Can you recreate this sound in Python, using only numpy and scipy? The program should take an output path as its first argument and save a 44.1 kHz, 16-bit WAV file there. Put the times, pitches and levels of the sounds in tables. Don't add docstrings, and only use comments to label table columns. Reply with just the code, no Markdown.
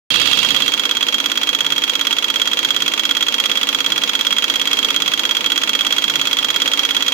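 import sys
import numpy as np
from scipy import signal
from scipy.fft import rfft, irfft, next_fast_len
from scipy.io import wavfile
from scipy.ndimage import uniform_filter1d

SR = 44100
rng = np.random.default_rng(int(sys.argv[2]) if len(sys.argv) > 2 else 0)


def dump_mix(stems):
    frames = np.atleast_2d(stems).T
    limited = np.clip(frames, -1, 1)
    pcm = np.round(limited * 32767).astype(np.int16)
    wavfile.write(sys.argv[1], SR, pcm)


N = 314433

# (frequency [Hz], t60 [s], level in a knock [dB], level in a tick [dB], left minus right [dB])
METAL_MODES = [(256, 0.023, -26.5, -35, -11), (271.4, 0.12, -42.5, -47, 3), (339.3, 0.43, -54.5, -50, 11.5),
               (492.4, 0.12, -39.5, -47, 5), (547, 0.017, -25, -28, -5), (965, 0.075, -65, -33.5, 3),
               (1065, 0.043, -37, -37.5, 11.5), (1225.4, 0.064, -19.5, -25, -19),
               (1397, 0.064, -25.5, -26.5, 4), (1536, 0.012, -17, -26, -22), (1660, 0.072, -54, -39, -10),
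               (1964, 0.051, -23, -25, -1), (2268, 0.057, -40, -24, 2.5), (2576, 0.035, -14.5, -10, -8),
               (2597, 0.0091, -8.5, -2.5, -7.5), (2916, 0.012, -6, -4, -13.5), (3236, 0.049, -22, -7, -45),
               (3247, 0.068, -3, -6, -9.5), (3382.5, 0.027, 3.5, -4, 0), (3394.7, 0.021, -3, -8.5, 7),
               (3573, 0.015, -10, -32, 1.5), (3972, 0.039, -14, -19.5, -11), (4130, 0.025, -17, -57, -3),
               (4870, 0.033, -26, -26, -3), (5830, 0.013, -27, -42, 7), (6105, 0.0073, -21, -34, 11),
               (6240, 0.024, -30, -50, 14.5), (6680, 0.012, -30.5, -21, -22)]
# (frequency [Hz], relative level [dB])
CONTACT_SPECTRUM = [(150, -47), (300, -25), (700, -34), (1300, 0.5), (1750, 5), (2500, 2.5), (4200, 5),
                    (5200, -0.5), (6800, -0.5), (7900, -8.5), (10000, -13), (13600, -7), (14500, -6),
                    (16000, -34)]


def amp(db):
    return 10 ** (np.asarray(db) / 20)


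def unit_rms(x):
    return x / np.sqrt(np.mean(x ** 2) + 1e-20)


def curve_at(points, hz):
    f, value = np.transpose(points)
    return np.interp(np.log(hz + 1), np.log(f + 1), value)


def add(mix, start_s, sound):
    part = mix[:, max(round(start_s * SR), 0):][:, :sound.shape[1]]
    part += sound[:, :part.shape[1]]


def drift(rate_hz):
    hz = np.fft.rfftfreq(N, 1 / SR)
    return unit_rms(irfft(rfft(rng.standard_normal(N)) * np.exp(-(hz / rate_hz) ** 2), N))


def bay_noise(spectrum, size):
    # (frequency [Hz], correlation [-1 to 1])
    correlation = [(40, 0.8), (200, 0.9), (500, 0.75), (1000, 0.24), (2000, -0.54), (4000, -0.32),
                   (16000, -0.038)]
    # (frequency [Hz], left minus right [dB])
    balance = [(50, 4), (300, 2.5), (1200, 2.5), (3000, -5.5), (6000, -1), (9000, -4), (15000, 1)]
    # (centre [Hz], width [Hz], gain [dB])
    hollows = [(503, 60, 1.5), (713, 136, -2.5), (935, 115, 5), (1144, 96, 3.5), (1380, 35, -1),
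               (1330, 20, 5), (1550, 98, 1), (2040, 53, -3.5), (2176, 72, 4), (2755, 100, 3.5),
               (2910, 93, -10), (5250, 125, -7.5), (5700, 240, 3), (6980, 280, 5), (13200, 250, -5)]
    fft_size = next_fast_len(size)
    hz = np.fft.rfftfreq(fft_size, 1 / SR)
    right, other = rfft(rng.standard_normal((2, fft_size)))
    same = np.clip(curve_at(correlation, hz), -1, 1)
    left = (same * right + np.sqrt(1 - same ** 2) * other) * amp(curve_at(balance, hz))
    hollows_db = sum(db * np.exp(-((hz - centre) / width) ** 2) for centre, width, db in hollows)
    coloured = np.array([left, right]) * amp(curve_at(spectrum, hz) + hollows_db)
    return unit_rms(irfft(coloured, fft_size)[:, :size])


def opening_rush(hold_s=.3, sag_db_per_s=18, release_at_s=.69, release_db_per_s=110):
    # (frequency [Hz], relative level [dB])
    rush_spectrum = [(30, -20), (100, -3.5), (200, -5), (600, -44), (2100, -18), (2700, 8.5), (3300, 8),
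                     (3900, 5), (4800, 0.5), (5600, -12), (7000, -16), (10000, -18), (16000, -37)]
    left, right = bay_noise(rush_spectrum, size=N)
    rumble = signal.lfilter(*signal.butter(2, 400, fs=SR), left)
    t = np.arange(N) / SR
    sag_db = sag_db_per_s * np.maximum(t - hold_s, 0)
    release_db = release_db_per_s * np.maximum(t - release_at_s, 0)
    flutter_db = 2.2 * drift(rate_hz=70)
    return np.array([rumble, right]) * amp(-22.5 - sag_db - release_db + flutter_db)


def engine_hum(shaft_hz):
    # (frequency [multiples of the shaft rate], level [dB])
    orders = [(4, -81), (7, -62.5), (11, -61.5), (13, -48.5), (14, -52.5), (15, -51.5), (16, -43.5),
              (17, -56.5), (19, -46.5), (25, -53.5), (28, -49.5), (33, -55), (52, -50), (70, -69)]
    t = np.arange(N) / SR
    turns = shaft_hz * t + .006 * drift(rate_hz=2.17)
    hum = np.zeros(N)
    for order, db in orders:
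        flutter = 1 + .48 * drift(rate_hz=18.5)
        hum += amp(db) * flutter * np.sin(2 * np.pi * (order * turns + rng.random()))
    swell = np.cos(np.pi * (t - .57) / 1.12) ** 20
    return np.sqrt(2) * (hum + amp(-47) * swell * np.sin(2 * np.pi * 154 * t))


def belt_hiss():
    # (frequency [Hz], relative level [dB])
    wash_spectrum = [(25, -36), (90, -14.5), (160, -8), (260, -5), (450, 0), (750, -1.5), (1300, -6),
                     (1700, 2), (3000, 4), (4600, -1), (6800, -10), (8200, -21.5), (13500, -18),
                     (16000, -21)]
    return amp(-28.5) * bay_noise(wash_spectrum, size=N) * amp(1.42 * drift(rate_hz=55))


def whine(hz, width_hz, db):
    resonance = signal.iirpeak(hz, hz / width_hz, fs=SR)
    rub = rng.standard_normal(N) + .97 * rng.standard_normal((2, N))
    return amp(db) * unit_rms(signal.lfilter(*resonance, rub)) * amp([[-7], [0]])


def blow_times(shaft_hz, first_knock_s=.1011, tick_lead_s=.0184, slip_at_s=5.4, slip_s=.0356):
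    steady = np.arange(first_knock_s, N / SR, 1 / shaft_hz)
    due = steady + .0005 * np.cos(2 * np.pi * (steady - 2.0) / 4.1)
    slipped = due > slip_at_s
    jitter_s = .00008 * rng.standard_normal(len(due))
    knock_s = due + slip_s * slipped + jitter_s
    tick_s = np.append(knock_s, due[slipped][0]) - tick_lead_s
    return knock_s, tick_s


def metal_ring(times, force, mode_db, scatter_db):
    hz, t60, _, _, left_db = np.transpose(METAL_MODES)
    t = np.arange(SR // 8) / SR
    modes = np.sin(2 * np.pi * hz[:, None] * t) * amp(-60 * t / t60[:, None])
    stereo_gain = np.array([amp(left_db), np.ones(len(hz))]) * (-1) ** np.arange(len(hz))
    out = np.zeros((2, N))
    for start_s, strength, scatter in zip(times, force, rng.standard_normal((len(times), len(hz)))):
        add(out, start_s, strength * (stereo_gain * amp(mode_db + scatter_db * scatter)) @ modes)
    return out


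def clatter(times, force, spectrum, rise_s, fall_s, tail_db, tail_s, alike):
    t = np.arange(SR // 10) / SR
    attack = 1 - np.exp(-(t / rise_s) ** 2)
    decay = np.hypot(np.exp(-t / fall_s), amp(tail_db) * np.exp(-t / tail_s))
    pieces = len(times) + 1
    casing, *fresh = np.split(bay_noise(spectrum, size=len(t) * pieces), pieces, axis=1)
    out = np.zeros((2, N))
    for start_s, strength, loose in zip(times, force, fresh):
        burst = np.sqrt(alike) * casing + np.sqrt(1 - alike) * loose
        add(out, start_s, strength * attack * decay * burst)
    return out


def knocks(times):
    force = amp(.5 * (-1) ** np.arange(len(times)) + .5 * rng.standard_normal(len(times)))
    _, _, knock_db, _, _ = np.transpose(METAL_MODES)
    ring = metal_ring(times, force, knock_db, scatter_db=1.0)
    grit = clatter(times - .0005, force, CONTACT_SPECTRUM,
                   rise_s=.00084, fall_s=.0044, tail_db=-16.5, tail_s=.013, alike=.5)
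    return amp(-2.5) * ring + amp(-10.5) * grit


def ticks(times):
    # (frequency [Hz], relative level [dB])
    tick_spectrum = [(200, -47.5), (700, -31), (1200, 4), (1750, 1), (2700, -1), (3600, -3), (5000, 0),
                     (6800, -1), (8000, -6.5), (10000, -12), (13000, -7), (16000, -18)]
    _, _, knock_db, tick_db, _ = np.transpose(METAL_MODES)
    jitter, unevenness, rebound_jitter = rng.standard_normal((len(times), 3)).T
    times = times + .00018 * jitter
    force = amp(.8 * unevenness)
    ring = metal_ring(times, force, tick_db, scatter_db=1.42)
    rebound = metal_ring(times + .004 + .0002 * rebound_jitter, force, knock_db, scatter_db=0)
    grit = clatter(times - .0005, force, tick_spectrum,
                   rise_s=.0025, fall_s=.0035, tail_db=-29, tail_s=.013, alike=.21)
    return amp(-3) * ring + amp(-13.5) * rebound + amp(-14) * grit


def stray_clicks(per_s, db, spread_db, slot_s=.01):
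    slots = np.arange(0, N / SR, slot_s)
    chance, offset, softness = rng.random((3, len(slots)))
    heard = chance < per_s * slot_s
    times = (slots + offset * slot_s)[heard]
    force = amp(-spread_db * softness)[heard]
    return amp(db) * clatter(times, force, CONTACT_SPECTRUM,
                             rise_s=.00065, fall_s=.0024, tail_db=-21, tail_s=.0068, alike=0)


def microphone_gain(t, hold_s=.44, settle_s=.42):
    opening = np.clip(1 - (t - hold_s) / settle_s, 0, 1)
    left_db = -2.07 + .305 * t + 2.1 * opening
    right_db = -.3 + .27 * t + 6 * opening
    return amp([left_db, right_db])


def limiter(x, ceiling_db, recover_db_per_s):
    over_db = np.maximum(20 * np.log10(abs(x).max(0) + 1e-9) - ceiling_db, 0)
    recovery_db = np.arange(N) * recover_db_per_s / SR
    held_db = np.maximum.accumulate(over_db + recovery_db) - recovery_db
    return x * amp(-uniform_filter1d(held_db, size=30))


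def scene():
    shaft_hz, left_lead_s = 17.279, .00007
    knock_s, tick_s = blow_times(shaft_hz)
    singing = whine(hz=3260, width_hz=120, db=-30)
    left, right = knocks(knock_s) + ticks(tick_s) + singing
    compressor = np.array([np.roll(left, -round(left_lead_s * SR)), right])
    clicks = stray_clicks(per_s=22, db=-22.5, spread_db=8)
    return compressor + clicks + engine_hum(shaft_hz) + belt_hiss() + opening_rush()


def record(dry):
    open_s, top_hz = .105, 16100
    t = np.arange(N) / SR
    thin = signal.lfilter(*signal.butter(1, 90, "high", fs=SR), dry)
    loud = thin * microphone_gain(t) * (t > open_s)
    held = np.clip(limiter(loud, ceiling_db=-.44, recover_db_per_s=696), -1, 1)
    band_limit = signal.firwin(301, top_hz, window=("kaiser", 8), fs=SR)
    return signal.oaconvolve(held, band_limit[None], "same")


dry = scene()
out = record(dry)
dump_mix(out)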